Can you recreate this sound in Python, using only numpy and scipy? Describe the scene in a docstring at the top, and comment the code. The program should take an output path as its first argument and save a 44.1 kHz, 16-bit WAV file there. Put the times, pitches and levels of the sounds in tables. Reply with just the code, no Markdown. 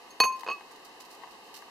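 """China bowl on stone

A tipped china bowl drops back onto a stone slab, chatters and rings, then lands again and rolls to rest.
Each rim contact restarts its ring, over dead clacks, a ping of glaze and faint echoes off nearby stones.
A small animal scurries off, brushing low leaves and clicking pebbles, in a steady outdoor hush.
A close stereo microphone puts a few narrow dips in the tone."""
import sys
import numpy as np
from scipy import signal
from scipy.fft import rfft, irfft
from scipy.io import wavfile
from scipy.ndimage import uniform_filter1d

SR = 44100
rng = np.random.default_rng(int(sys.argv[2]) if len(sys.argv) > 2 else 0)


def put_to_file(sound):
    """Save the sound as 16-bit audio at rate SR, in the file named by the first command-line argument."""
    columns = np.atleast_2d(sound).T  # one column per channel
    safe = np.clip(columns, -1, 1)
    whole_steps = np.round(safe * 32767)
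    wavfile.write(sys.argv[1], SR, whole_steps.astype(np.int16))


N = 74970

# Tone of the open air. Each row: frequency in Hz, relative level in dB.
HUSH_COLOUR = [(30, -19.5), (90, -22), (140, -17), (220, -7), (400, -0.5), (900, 1), (1150, 1), (1500, -9),
               (2000, -7), (2800, -7), (4200, -12), (6000, -20), (9000, -25.5), (13800, -28), (16000, -49)]
# Stereo width of the air. Each row: frequency in Hz, side against mid in dB.
HUSH_WIDTH = [(60, 0), (200, -10), (700, -5.5), (1300, -7), (2400, 3.5), (4400, -0.5), (15000, -1.5)]
# Slow swell of the air. Each row: time in seconds, level change in dB.
HUSH_SWELL = [(0, -0.46), (.7, -0.27), (1.0, -0.5), (1.35, 0.75), (1.7, 0.1)]
# The china's modes. Each row: pitch in Hz, level in dB, free ring time to -60 dB in seconds,
# side against mid in dB.
BOWL_MODES = [(1046, -14, .42, -21), (2536, -17.5, .28, -22), (4415, -16, .15, -10), (4535, -28, .06, -10),
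              (6259, -32, .12, -22), (6485, -24, .13, -20), (8671, -48, .17, 2), (9893, -46, .15, 2),
              (9920, -45, .15, 2), (10135, -47, .08, 0), (10532, -43, .14, 1), (10860, -42, .09, 0),
              (11130, -44, .1, 0), (11325, -40, .14, 0), (12770, -49, .1, 0), (12885, -42, .12, 0),
              (13720, -54, .1, 0), (14432, -41, .13, -2), (15420, -45, .05, 0)]
# Rim contacts; the spot that touches decides which modes ring. Each row: start in seconds,
# then strength in dB of the first, second, third and upper modes.
RIM_CONTACTS = [(.105, -53, -45, -39, -26), (.2017, -0.5, 2, 1, 1), (.238, -9, -5, -9.5, -1.5),
                (.254, -7, -9.5, -18, -8), (.322, -16, -20, -26, -25.5), (.465, -28, -12.5, -34, -35),
                (.477, -46, -23, -31, -35), (0.485, -15.5, -6.5, -18.5, -40), (0.498, -16, -11, -27, -25.5),
                (0.5098, -12, -5, -22.5, -31.5)]
# The frequencies in Hz at which those four strengths apply.
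REGISTER_HZ = [1046, 2536, 4415, 6400]
# The stone stiffens the settling rim. Each row: time in seconds, rise of the lowest mode in Hz.
SETTLE_BEND = [(.47, 0), (.5, 65), (.52, 86), (.537, 141), (.56, 80), (.63, 56)]
# Bowl against slab. Each row: start in seconds, level in dB, decay in seconds,
# treble tilt in dB per octave.
KNOCKS = [(0.2017, -17, 0.0014, 3.5), (0.2028, -7, 0.0019, 0.5), (0.2093, -27, 0.0054, -2.5),
          (.238, -21, 0.0045, 0.5), (0.2419, -30, .004, -6), (0.252, -29.5, 0.0035, -0.5),
          (0.302, -41.5, 0.0094, -5), (0.465, -30.5, 0.0037, -1.5), (.477, -25.5, 0.0022, -1.5),
          (.486, -22.5, .0028, -1.5), (.4935, -31, .003, -2), (.501, -27.5, .0025, -1),
          (0.507, -32, 0.0033, -3), (0.516, -31.5, 0.0046, 0.5)]
# Tone of a knock. Each row: frequency in Hz, relative level in dB.
KNOCK_COLOUR = [(40, -26.5), (135, -28.5), (220, -7), (330, -6.5), (450, 3), (700, 2), (1000, 5),
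                (1400, 3.5), (1750, -3), (2850, 0.5), (3500, -8.5), (4400, -9), (5500, -20), (8000, -32.5),
                (16000, -46)]
# Fur and feet brushing leaves. Each row: start in seconds, level in dB, decay in seconds.
RUSTLES = [(.357, -54.5, 0.012), (0.391, -48.5, 0.008), (0.406, -45.5, 0.0056), (.437, -53.5, .012),
           (.528, -49.5, .006), (.708, -50.5, 0.012), (.757, -53, 0.0073), (.844, -47, .014),
           (0.998, -45.5, .015), (1.048, -51.5, .011), (1.099, -49.5, 0.029), (1.149, -56, 0.0038),
           (1.3, -56, 0.021), (1.435, -59, 0.05), (1.536, -45.5, 0.018), (1.556, -48.5, 0.021),
           (1.6, -63, 0.034)]
# Tone of the leaves. Each row: frequency in Hz, relative level in dB.
RUSTLE_COLOUR = [(200, -14), (1000, -4), (2200, 8), (4400, 9.5), (7000, 1.5), (10000, -0.5), (13500, 0.5),
                 (16000, -16)]
# Pebbles shifted by paws. Each row: start in seconds, level in dB, decay in seconds,
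# left minus right in dB, treble tilt in dB per octave.
PEBBLES = [(.409, -45, .005, -3, 7), (.434, -34, 0.0026, 14, 2.5), (0.447, -40.5, 0.0047, -8, -2),
           (0.6091, -38.5, 0.0043, 6, 2.5), (.714, -48, 0.0034, -2, 5), (1.22, -41, 0.0033, 1, 1),
           (1.2357, -36.5, 0.0044, 12.5, -2.5), (1.242, -42.5, 0.0045, 4, 0),
           (1.275, -44, 0.0064, -5, -1.5), (1.6234, -38.5, 0.0037, 6.5, 0)]
# Tone of a pebble. Each row: frequency in Hz, relative level in dB.
PEBBLE_COLOUR = [(100, -33), (500, -14), (700, -3), (950, 8.5), (1300, -3), (1900, -4), (3000, -14),
                 (5000, -33), (15000, -44)]
# Dips in the microphone's response. Each row: centre in Hz, width in Hz, depth in dB.
MIC_DIPS = [(604.5, 122, -15), (1373, 234, -28), (2328, 515, -37), (3408, 700, -16)]


def undb(db):
    """Decibels to gain."""
    return 10 ** (np.asarray(db) / 20)


def rms(x):
    """Root mean square."""
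    return np.sqrt(np.mean(x ** 2))


def pan(db):
    """Channel gains for a left minus right level."""
    return undb(np.array([[db], [-db]]) / 2)


def stereo(mid, side):
    """Left and right from mid and side."""
    return np.array([mid + side, mid - side])


def since(start):
    """Seconds since a moment, zero before it."""
    return np.maximum(np.arange(N) / SR - start, 0)


def colour(x, points, tilt_db=0, keep_power=True):
    """Causal EQ through (Hz, dB) points, tilted per octave above ten times the lowest frequency."""
    hz, db = np.array(points, float).T
    octave = np.log2(np.maximum(np.arange(N + 1) * SR / (2 * N), 20))
    treble_octaves = np.maximum(octave - np.log2(hz.min() * 10), 0)
    gain = undb(np.interp(octave, np.log2(hz), db) + tilt_db * treble_octaves)
    if keep_power:
        gain = gain / rms(gain)
    cepstrum = irfft(np.log(gain))
    cepstrum[1:N] *= 2  # fold to minimum phase, so nothing rings ahead of a hit
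    cepstrum[N + 1:] = 0
    response = np.exp(rfft(cepstrum))
    return irfft(rfft(x, 2 * N) * response)[..., :N]


def wobble(per_s):
    """Glides between random levels, per_s of them a second; spread near 1."""
    hold = int(SR / per_s)
    steps = np.repeat(rng.standard_normal(N // hold + 1), hold)
    return uniform_filter1d(steps, hold)[:N]


def crunch(start, decay):
    """A dying burst of noise, with start and decay in seconds."""
    age = since(start)
    return (age > 0) * np.exp(-age / decay) * rng.standard_normal(N)


def impact(start, decay):
    """A hard contact: one sharp snap followed by gritty micro-contacts."""
    snap, grit = .8, .6
    force = grit * crunch(start, decay)
    force[int(start * SR)] += snap * np.sqrt(decay * SR / 2)
    return force


def hush():
    """A bed of distant outdoor noise, narrow in the low mids and wide in the treble."""
    level_db, flicker_db = -50, .43
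    mid, side = colour(rng.standard_normal((2, N)), HUSH_COLOUR)
    side = colour(side, HUSH_WIDTH, keep_power=False)
    swell_db = np.interp(since(0), *np.array(HUSH_SWELL).T) + flicker_db * wobble(per_s=11.84)
    return stereo(mid, side) * undb(level_db + swell_db)


def bowl():
    """Each rim contact takes over from the last ring; settling bends the low modes up and chokes them."""
    contact_s, flutter_db = .00097, 2.7
    stiffen_power, damping_per_hz = 1.34, .32
    t = since(0)
    lowest_hz = BOWL_MODES[0][0]
    rise_hz = np.interp(t, *np.array(SETTLE_BEND).T)
    fade_in = [1 - np.exp(-since(start) / contact_s) for start, *_ in RIM_CONTACTS] + [0]
    out = 0
    for hz, db, t60, side_db in BOWL_MODES:
        bend_hz = rise_hz * (lowest_hz / hz) ** stiffen_power
        damping = np.log(1000) / t60 + damping_per_hz * bend_hz
        path = np.cumsum(2j * np.pi * (hz + bend_hz) - damping) / SR  # running phase and decay
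        ring = 0
        for k, (start, *strengths) in enumerate(RIM_CONTACTS):
            strength_db = np.interp(np.log(hz), np.log(REGISTER_HZ), strengths)
            crossfade = fade_in[k] * (1 - fade_in[k + 1])
            swing = np.exp((t > start) * (path - path[int(start * SR)]))
            ring += undb(db + strength_db) * crossfade * swing
        ring *= undb(flutter_db * wobble(per_s=70))  # the rocking bowl makes each mode flutter
        out += stereo(ring.imag, undb(side_db) * ring.real)
    return out * pan(db=-1.7)


def echoes(clink):
    """Faint, quickly fading reflections off the surrounding stones widen the bowl."""
    response = crunch(start=.004, decay=.017)
    response /= np.sqrt(np.sum(response ** 2))
    side = signal.fftconvolve(clink.mean(axis=0), response)[:N]
    return stereo(0, undb(-14.5) * side)


def knocks():
    """Dead clacks on the slab, each with a short scatter off the ground."""
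    scatter_db, scatter_s, side_db = -25.5, .031, -17.5
    out = 0
    for start, db, decay, tilt_db in KNOCKS:
        mid = impact(start, decay) + undb(scatter_db) * crunch(start, scatter_s)
        side = undb(side_db) * crunch(start, decay)
        out += undb(db) * colour(stereo(mid, side), KNOCK_COLOUR, tilt_db)
    return out


def glaze_ping():
    """A very short, bright ping of glaze on grit as the bowl lands."""
    start_s, level_db, hz, decay_cycles = .202, -18.5, 10870, 7.4
    cycles = since(start_s) * hz
    ping = (cycles > 0) * undb(level_db) * np.exp(2j * np.pi * cycles - cycles / decay_cycles)
    return stereo(ping.imag, ping.real)


def rustles():
    """Wide swishes of fine leaf grains, leaning right; longer ones swell more slowly."""
    rise_share, scatter_db = .57, 4.5
    brush = 0
    for start, db, decay in RUSTLES:
        rise_s = rise_share * decay
        attack = np.minimum(since(start) / rise_s, 1)
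        brush += undb(db) * attack * np.exp(-since(start + rise_s) / decay)
    grains = rng.standard_normal((2, N)) * undb(scatter_db * wobble(per_s=2000))
    return colour(brush * grains / rms(grains), RUSTLE_COLOUR) * pan(db=-4.5)


def pebbles():
    """Small clicks of stones under the paws, each with its own level, pan and brightness."""
    out = 0
    for start, db, decay, pan_db, tilt_db in PEBBLES:
        click = colour(impact(start, decay), PEBBLE_COLOUR, tilt_db)
        out += undb(db) * pan(pan_db) * click
    return out


def scene():
    """The mix: bowl on stone, the fleeing animal and the open air."""
    clink = bowl() + knocks() + glaze_ping()
    return clink + echoes(clink) + pebbles() + rustles() + hush()


def record(dry):
    """The microphone notches a few bands, and a steep low-pass cuts the very top."""
    top_hz = 15800
    for hz, width_hz, depth_db in MIC_DIPS:
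        notched = signal.lfilter(*signal.iirnotch(hz, hz / width_hz, fs=SR), dry)
        dry = notched + undb(depth_db) * (dry - notched)
    low_pass = signal.ellip(10, .2, 80, top_hz, fs=SR, output="sos")
    return signal.sosfilt(low_pass, dry)


dry = scene()
out = record(dry)
put_to_file(out)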